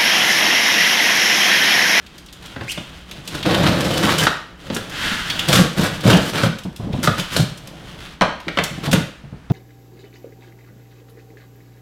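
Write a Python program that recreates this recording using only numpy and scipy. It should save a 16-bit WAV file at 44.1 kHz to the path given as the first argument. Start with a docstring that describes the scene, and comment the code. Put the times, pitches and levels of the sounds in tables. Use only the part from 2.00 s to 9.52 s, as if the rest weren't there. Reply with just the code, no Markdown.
"""Opening a taped box in a hallway

One microphone in a small, bare hallway with a wooden floor, just near enough for the direct sound
to outweigh the walls. A knife sticks and slips through the packing tape of a tall cardboard box,
tearing fibres while the panels drum. Hands brush the board and shoes shuffle; the knife is put
down with a clack, and the flaps are pulled until the last tape pops."""
import sys
import numpy as np
from scipy import signal
from scipy.fft import rfft, irfft, next_fast_len
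from scipy.io import wavfile
from scipy.ndimage import uniform_filter1d, minimum_filter1d, map_coordinates

SR = 44100
rng = np.random.default_rng(int(sys.argv[2]) if len(sys.argv) > 2 else 0)


def to_wav(sig):
    """Store sig (one row per channel, or 1-D mono) as 16-bit WAV at the path in sys.argv[1].

    Samples outside -1..1 are clipped; the rate is SR.
    """
    pcm = np.clip(np.atleast_2d(sig), -1, 1) * 32767
    pcm = np.round(pcm).astype(np.int16)
    wavfile.write(sys.argv[1], SR, pcm.T)  # frames by channels


N = 331632
TIME = np.arange(N) / SR
AGE = np.arange(SR // 3) / SR  # seconds since a blow

# Spectra of the box and its tape. Each row: frequency in Hz, level in dB.
BOX_COLOUR = [(29, -36), (50, -13), (76, -5.5), (114, -3.5), (182, 3.5), (219, -8.5), (286, -4), (340, -3),
              (391, -13), (432, -8), (591, -9), (850, -15), (1000, -19), (1300, -40), (2200, -120)]  # the hollow body, rubbed or cut
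DRUM_COLOUR = [(30, -34), (70, -10), (120, -2.5), (170, 2.5), (240, -3), (330, -7.5), (450, -31.5),
               (900, -73.5)]  # the panels, struck
BOARD_COLOUR = [(150, -27.5), (330, -1.5), (550, 0), (750, -6), (1000, -9), (1500, -19), (3000, -78)]  # the midrange knock of cardboard
TAPE_COLOUR = [(2940, -20), (5000, -3), (9880, -9.5), (10700, -11.5), (13400, -13), (15200, -19),
               (16000, -26)]  # tape splitting


def amp(db):
    """Decibels to gain."""
    return 10 ** (np.asarray(db) / 20)


def unit(x):
    """Scale to rms 1."""
    return x / np.sqrt(np.mean(x ** 2) + 1e-20)


def burst(x):
    """Scale a blow to the energy of 20 ms at rms 1."""
    return x / np.sqrt(np.sum(x ** 2) / (SR * .02) + 1e-20)


def along(points, hz):
    """Read (Hz, value) points on a log frequency axis."""
    freqs, values = np.transpose(points)
    return np.interp(np.log(hz + 1), np.log(freqs + 1), values)


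def add(track, start_s, x):
    """Mix x into track from start_s on."""
    start = max(round(start_s * SR), 0)
    track[start:start + len(x)] += x[:max(N - start, 0)]


def coloured(x, colour):
    """Pass x through a minimum-phase filter with the given (Hz, dB) spectrum."""
    size = 4096
    cepstrum = irfft(np.log(amp(along(colour, np.fft.rfftfreq(size, 1 / SR))) + 1e-6))
    cepstrum[1:size // 2] *= 2
    cepstrum[size // 2 + 1:] = 0
    impulse_response = irfft(np.exp(rfft(cepstrum)))
    return signal.fftconvolve(x, impulse_response)[:len(x)]


def resonate(x, modes):
    """Pass x through parallel (Hz, width in Hz, dB) resonances."""
    size = next_fast_len(len(x) + SR // 4)
    f = np.fft.rfftfreq(size, 1 / SR)
    response = sum(amp(db) * 1j * f * width / (hz * hz - f * f + 1j * f * width)
                   for hz, width, db in modes)
    return irfft(rfft(x, size) * response, size)[:len(x)]


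def wobble(rate):
    """A smooth random curve, rate knots a second."""
    return map_coordinates(rng.standard_normal(int(N * rate / SR) + 4), [TIME * rate])


def stroke(start, length, attack, release=0.026):
    """A gain that rises, holds for the length of the stroke and lets go; times in seconds."""
    rising = (TIME - start) / attack + .5
    falling = (start + length - TIME) / release + 1
    return np.clip(np.minimum(rising, falling), 0, 1)


def swell(middle, length):
    """A gain that swells and fades like the speed of a sweeping hand."""
    return np.cos(np.pi * np.clip((TIME - middle) / length, -.5, .5))


def fibres(rate, spread_db, size=N):
    """Breaking fibres: random impulses of uneven strength, rate a second."""
    strength = rng.choice([-1, 1], size) * amp(spread_db * np.clip(rng.standard_normal(size), -2, 2))
    return unit(strength * (rng.random(size) < rate / SR))


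def crunch(length, colour, rate=9000, spread_db=4, rise=0.00078):
    """A clump of fibre breaks that builds quickly and dies away within length seconds."""
    shape = amp(-60 * AGE / length) * (1 - np.exp(-AGE / rise))
    return burst(coloured(fibres(rate, spread_db, size=len(AGE)) * shape, colour))


def room_tone():
    """Still air and the faint, wavering hum of an appliance."""
    # The air's spectrum and the hum's partials. Each row: frequency in Hz, level in dB.
    air_colour = [(20, -22), (45, 1), (70, 0.5), (100, -15), (175, -9.5), (260, -10.5), (600, -21.5),
                  (1400, -20.5), (3200, -27.5), (8000, -41.5), (16000, -50)]
    partials = [(59.2, -58), (177.6, -53)]
    hum = 0
    for hz, db in partials:
        peak = amp(db + 2.7 * wobble(1.78)) * np.sqrt(2)
        hum += peak * np.sin(2 * np.pi * hz * TIME + .5 * wobble(3.4))
    return hum + amp(-45) * unit(coloured(rng.standard_normal(N), air_colour))


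def hallway(x, paths=16, turns_per_s=90):
    """Diffuse echo of the walls; each moment takes another path to the microphone as the hands move."""
    # How long the hallway rings. Each row: frequency in Hz, seconds to fall 60 dB.
    decay_times = [(100, 0.31), (260, 0.39), (700, 0.39), (1800, 0.56), (4800, 0.48), (12800, 0.38)]
    # Strength of the echo. Each row: frequency in Hz, level in dB.
    wall_colour = [(100, 0.5), (300, -3), (700, 0), (1400, -2), (3300, -1), (7000, -3.5), (14000, -6)]
    hz, t, noise = signal.stft(rng.standard_normal((paths, SR * 2 // 3)), SR, nperseg=256)
    decay = amp(-60 * t / along(decay_times, hz)[:, None])
    energy = np.sum(decay ** 2, 1, keepdims=True) * t[1] * SR
    decay *= amp(along(wall_colour, hz))[:, None] / np.sqrt(energy)
    _, tails = signal.istft(noise * decay, SR)
    out = np.zeros(N)
    for k, tail in enumerate(tails):
        crossfade = np.sin(np.pi / 2 * np.minimum((TIME * turns_per_s - k) % paths, 2))
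        add(out, .005, signal.oaconvolve(x * crossfade, tail))
    return out


def brushing():
    """Palms and sleeves rub the box, which murmurs under them."""
    # Hand movements. Each row: middle and length in seconds, rustle and murmur in dB.
    sweeps = [(0.106, 0.73, -51.5, -56.5), (0.517, 0.39, -44, -45), (0.854, 0.51, -42, -46),
              (1.154, 0.2, -41.5, -40.5), (1.368, 0.28, -35, -35), (2.496, .3, -56, -48),
              (2.785, 0.4, -36.5, -34.5), (3.377, 0.27, -32.5, -33), (3.004, 0.22, -47, -40.5),
              (3.886, 0.86, -36, -33), (4.912, 0.28, -44.5, -33), (5.226, 0.62, -34, -50),
              (5.74, 0.57, -46.5, -41.5), (6.028, 0.29, -40.5, -44), (6.76, 0.78, -40.5, -43)]
    # The rubbed surface. Each row: frequency in Hz, level in dB.
    rustle_colour = [(150, 7), (350, -24.5), (700, -4.5), (1400, 3.5), (2400, -1), (3100, 4), (5000, -6.5),
                     (8000, -13), (13000, -20), (16000, -26)]
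    rustle = unit(coloured(fibres(5000, spread_db=7), rustle_colour)) * amp(2.7 * wobble(30))
    murmur = unit(coloured(fibres(900, spread_db=1.5), BOX_COLOUR))
    return sum(swell(middle, length) * (amp(rustle_db) * rustle + amp(murmur_db) * murmur)
               for middle, length, rustle_db, murmur_db in sweeps)


def thuds():
    """A soft push swings one low mode of the box or floor, with a dull scuff on top."""
    # Bumps on the box and footfalls. Each row: start in seconds, level in dB, pitch in Hz.
    bumps = [(3.115, -28, 200), (3.49, -38, 189), (3.588, -10.5, 175), (3.792, -16.5, 216),
             (4.053, -13, 180), (4.079, -8, 167), (4.459, -16.5, 177), (4.651, -23.5, 185),
             (4.797, -24, 145), (4.831, -29, 71), (4.87, -25.5, 219), (4.935, -17, 130),
             (4.984, -25.5, 233), (5.078, -16, 147), (5.395, -14.5, 140), (6.468, -28.5, 316),
             (6.713, -27.5, 157), (6.778, -27.5, 164), (6.876, -16, 153), (6.936, -16.5, 158),
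             (7.238, -36, 144), (7.325, -30, 119), (7.502, -15, 129)]
    sag = 1 + 0.1 * np.exp(-AGE / 0.0049)  # a panel is stiffer while it is pushed in
    shape = amp(-60 * AGE / 0.0732) * (1 - np.exp(-AGE / 0.0029))
    out = np.zeros(N)
    for start, db, hz in bumps:
        swing = shape * np.sin(2 * np.pi * hz * np.cumsum(sag) / SR)
        scuff = 0.6 * crunch(0.0432, DRUM_COLOUR, rise=0.0059)
        scuff += 0.23 * crunch(0.06, BOARD_COLOUR, rise=0.0033)
        add(out, start, amp(db) * (burst(swing) + scuff))
    return out


def scratch(middle=.7, length=.07, middle_hz=2760, octaves_per_s=18):
    """An accelerating scratch over the ridges of taut tape rises to a rough, hissing whistle."""
    ridge_hz = middle_hz * 2 ** (octaves_per_s * np.clip(TIME - middle, -length, length))
    phase = 2 * np.pi * np.cumsum(ridge_hz * (1 + .085 * wobble(1200))) / SR
    whistle = np.sin(phase) + 0.22 * np.sin(2 * phase) + 0.14 * np.sin(3 * phase)
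    hiss = unit(coloured(fibres(7000, spread_db=5), TAPE_COLOUR))
    hiss *= amp(-9.5) * (ridge_hz / middle_hz) ** 2  # grows with speed
    rough_whistle = unit(whistle * amp(4.3 * wobble(700)))
    return amp(-28) * swell(middle, length) * (rough_whistle + hiss)


def stray_snaps(per_s=3.5, until_s=6.2, spread_db=9):
    """Rows (seconds, paper dB, tape dB) of faint chance snaps while the hands work the box."""
    when, strength = rng.random((int(per_s * until_s), 2)).T
    offset_db = spread_db * (2 * strength - 1)
    return list(zip(when * until_s, offset_db - 52.5, offset_db - 52))


def snaps():
    """Strands of tape and paper part with a short crackle."""
    # The main snaps. Each row: start in seconds, paper and tape in dB.
    main_snaps = [(.063, -43.5, -52.5), (0.284, -45, -69), (0.458, -43, -46), (.716, -31, -32),
                  (1.111, -35, -42), (1.275, -32.5, -34), (1.348, -34, -36.5), (1.427, -28, -44),
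                  (1.803, -46, -37), (1.975, -28, -29), (2.181, -33, -24), (2.745, -43, -30),
                  (2.763, -30.5, -34.5), (3.299, -21, -37), (3.391, -20.5, -32), (3.485, -21.5, -25.5),
                  (3.527, -16, -19.5), (3.554, -17.5, -21), (4.007, -36, -42), (4.099, -18.5, -23.5),
                  (4.433, -31, -33), (4.584, -38.5, -42.5), (4.929, -37, -65), (5.196, -27.5, -33),
                  (5.365, -32, -25.5), (5.672, -45, -43), (6.4, -43, -52), (6.636, -28.5, -26.5),
                  (6.913, -26.5, -29), (6.928, -23, -23)]
    # Paper fibre breaking. Each row: frequency in Hz, level in dB.
    paper_colour = [(500, -24.5), (1500, -14), (2400, -4.5), (3300, 1.5), (4500, -6), (6000, -17.5),
                    (10000, -29)]
    out = np.zeros(N)
    for start, paper_db, tape_db in main_snaps + stray_snaps():
        paper = crunch(0.043, paper_colour, rise=0.0035)
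        tape = crunch(0.06, TAPE_COLOUR, rate=2200, spread_db=5, rise=0.0012)
        add(out, start, amp(paper_db) * paper + amp(tape_db) * tape)
    return out


def pops():
    """Board gives way at once: the tape cracks, the edge clacks, the panels drum a little longer."""
    # Knocks and pops around the box. Each row: start in seconds, clack and drum in dB, clack in Hz.
    knocks = [(.561, -34.5, -33, 1640), (.609, -34.5, -30, 1740), (0.775, -31, -31.5, 2920),
              (1.347, -32, -31.5, 1430), (1.453, -33, -24, 1280), (2.268, -13, -25.5, 1410),
              (2.7, -32, -22, 620), (2.763, -28, -28.5, 1740), (4.098, -14, -21, 1400),
              (4.129, -16, -17, 2980), (4.146, -19.5, -11, 1620), (4.433, -21.5, -15.5, 1500),
              (5.073, -14, -22, 1310), (5.363, -20, -23, 4160), (6.481, -24.5, -39, 2070),
              (6.572, -20, -27, 1180), (6.586, -17.5, -23, 1910), (6.929, -19.5, -20.5, 1490),
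              (7.499, -40, -22, 704)]
    # A cardboard edge. Each row: frequency in Hz, level in dB.
    edge_colour = [(400, -37), (900, -4), (1400, 5), (2300, -3), (3200, 1), (4500, -7), (6500, -16),
                   (12000, -36)]
    out = np.zeros(N)
    for start, clack_db, drum_db, clack_hz in knocks:
        edge = crunch(0.048, edge_colour)
        clack = amp(clack_db) * burst(edge + 2.3 * resonate(edge, [(clack_hz, 0.31 * clack_hz, 0)]))
        tape = amp(clack_db - 28.5) * crunch(0.055, TAPE_COLOUR, rate=4200, spread_db=5)
        board = amp((clack_db + drum_db) / 2 - 1) * crunch(0.056, BOARD_COLOUR)
        drum = amp(drum_db) * crunch(0.066, DRUM_COLOUR)
        add(out, start, clack + tape + board + drum)
    return out


def knife_down():
    """The knife strikes the floor twice in quick succession and the boards knock back."""
    # Tip, then handle. Each row: time in seconds, then clack, click and floor thump in dB.
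    strikes = [(6.2112, -13.5, -26, -18), (6.2192, -11, -22.5, -26)]
    # Floorboard resonances. Each row: frequency and width in Hz, level in dB.
    floor_modes = [(199, 32, 13), (129, 87, -18)]
    # The strike's body and its bright onset. Each row: frequency in Hz, level in dB.
    clack_colour = [(60, -10), (200, -3), (450, -7), (600, 3), (950, -1), (1250, -4.5), (1550, -5),
                    (2400, -16), (3200, -18), (5000, -41), (9000, -41), (16000, -61)]
    click_colour = [(900, -21), (3200, 6.5), (5300, -3), (8000, -14.5), (16000, -37)]
    ring = resonate(signal.unit_impulse(len(AGE)), floor_modes)
    thump = burst(ring * (1 - np.exp(-AGE / 0.00062)))
    out = np.zeros(N)
    for time, clack_db, click_db, thump_db in strikes:
        add(out, time, amp(clack_db) * crunch(0.054, clack_colour) + amp(thump_db) * thump)
        # treble travels fastest through a board, so the click arrives first
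        add(out, time - .0012, amp(click_db) * crunch(0.017, click_colour))
    return out


def gliding(start=2.975, ease_db_per_s=30):
    """Drawn lightly along the seam, the blade only scuffs the surface: a fine grain."""
    # The scuffed seam. Each row: frequency in Hz, level in dB.
    seam_colour = [(240, -5), (400, -12), (489, -12), (753, -12.5), (826, -9), (893, -8), (1070, -9),
                   (1420, 0), (2120, -3), (2290, -7), (3120, -2.5), (5520, -14.5), (12900, -27),
                   (16000, -36)]
    contact = stroke(start, length=.495, attack=.17)
    push = contact * amp(-20.5 - ease_db_per_s * np.maximum(TIME - start, 0))
    grain = unit(coloured(fibres(9000, spread_db=2), seam_colour))
    return push * grain * amp(1.14 * wobble(35))


def cut_gains(ease_db_per_s=12):
    """Gains of board, box and tape: the push eases along each stroke while the tape hisses evenly."""
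    # Cuts and tears. Each row: start, length and attack in seconds, then rasp, drone and hiss in dB.
    cuts = [(1.452, 0.6, 0.02, -22, -16, -36.5), (2.029, 0.12, 0.02, -21, -19.5, -32.5),
            (2.184, 0.064, 0.056, -19.5, -20, -26), (3.481, .13, 0.025, -20.5, -16, -26.5),
            (3.771, 0.098, 0.022, -23, -22, -31), (4.053, 0.109, 0.048, -20.5, -13, -29),
            (4.204, 0.097, 0.027, -29, -28, -35), (4.333, 0.13, .02, -24.5, -23.5, -34.5),
            (5.03, 0.024, 0.0067, -22.5, -22.5, -24.5), (5.181, 0.02, 0.011, -26.5, -22.5, -32.5),
            (5.317, 0.098, 0.021, -29.5, -30.5, -33.5), (6.832, 0.031, 0.014, -28, -27.5, -38),
            (6.925, 0.044, .006, -27.5, -19, -53)]
    rasp = drone = hiss = 0
    for start, length, attack, rasp_db, drone_db, hiss_db in cuts:
        contact = stroke(start, length, attack)
        push = contact * amp(-ease_db_per_s * np.maximum(TIME - start, 0))
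        rasp += amp(rasp_db) * push
        drone += amp(drone_db) * push
        hiss += amp(hiss_db) * contact
    return rasp, drone, hiss


def flap_squawks(torn, width_hz=140):
    """Tearing fibres ring the flap, which squawks as the blade nears the end of the seam."""
    # Each row: middle and length in seconds, level in dB, pitch in Hz.
    squawks = [(2.086, 0.038, -21, 1120), (2.228, 0.033, -21, 1570)]
    return sum(amp(db) * swell(middle, length) * unit(resonate(torn, [(hz, width_hz, 0)]))
               for middle, length, db, hz in squawks)


def cutting():
    """The blade sticks and slips through the flutes: each slip shakes the box and tears some fibres."""
    # Resonances of the box and of the flap being cut. Each row: frequency and width in Hz, level in dB.
    panel_modes = [(189, 32, -1), (319, 77, -0.5), (512, 82, 3.5)]
    flap_modes = [(1330, 680, -13.5), (1430, 590, 6.5), (3030, 150, 3), (4380, 113, -6)]
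    # Cardboard tearing. Each row: frequency in Hz, level in dB.
    rasp_colour = [(500, -13.5), (850, -5.5), (921, 0.5), (998, -4.5), (1120, 0.5), (1220, -2), (1540, -2),
                   (2250, -2), (3100, -2.5), (3760, -0.5), (4070, -2), (4520, -5.5), (5800, -13.5),
                   (7540, -35), (12800, -120)]
    slip_hz = 172 * np.exp(.2 * wobble(25) + .28 * wobble(210))
    slip_count = np.floor(np.cumsum(slip_hz) / SR)
    slips = np.diff(slip_count, prepend=0) * amp(4.4 * wobble(130))
    puffs = np.abs(signal.fftconvolve(slips, amp(-60 * AGE / 0.026))[:N])
    tearing = unit(.5 + unit(puffs))
    push = 0.37 * unit(slips) + fibres(2500, spread_db=3.5)
    box = coloured(push + 0.43 * resonate(push, panel_modes), BOX_COLOUR)
    # fine fibres pulse with the slips; coarse strands break at random
    torn = tearing * fibres(4500, spread_db=4.5) + 0.33 * fibres(130, spread_db=4)
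    # as the blade travels it drives each resonance of the flap more or less strongly
    flap = sum(resonate(torn * amp(4.2 * wobble(22)), [mode]) for mode in flap_modes)
    board = coloured(torn + 0.58 * flap, rasp_colour)
    splitting = tearing * fibres(7600, spread_db=4) + 0.2 * fibres(110, spread_db=1)
    tape = coloured(splitting, TAPE_COLOUR) * amp(0.3 * wobble(45))
    rasp, drone, hiss = cut_gains()
    return drone * unit(box) + rasp * unit(board) + hiss * unit(tape) + flap_squawks(torn)


def scene():
    """At the microphone, in mono: all the handling, its echo and the quiet room."""
    direct = cutting() + gliding() + brushing() + scratch() + pops() + thuds() + snaps() + knife_down()
    return (direct + amp(-1.5) * hallway(direct) + room_tone())[None]


def record(dry):
    """The microphone feeds a fast peak limiter and a sharp treble cutoff."""
    ceiling, top_hz = .95, 16100
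    needed_gain = np.minimum(1, ceiling / (np.abs(dry) + 1e-9))
    held_gain = minimum_filter1d(needed_gain, size=265)
    limited = dry * uniform_filter1d(held_gain, size=221)
    size = next_fast_len(N + SR // 4)
    passband = np.fft.rfftfreq(size, 1 / SR) < top_hz
    return irfft(rfft(limited, size) * passband, size)[..., :N]


dry = scene()
out = record(dry)
to_wav(out)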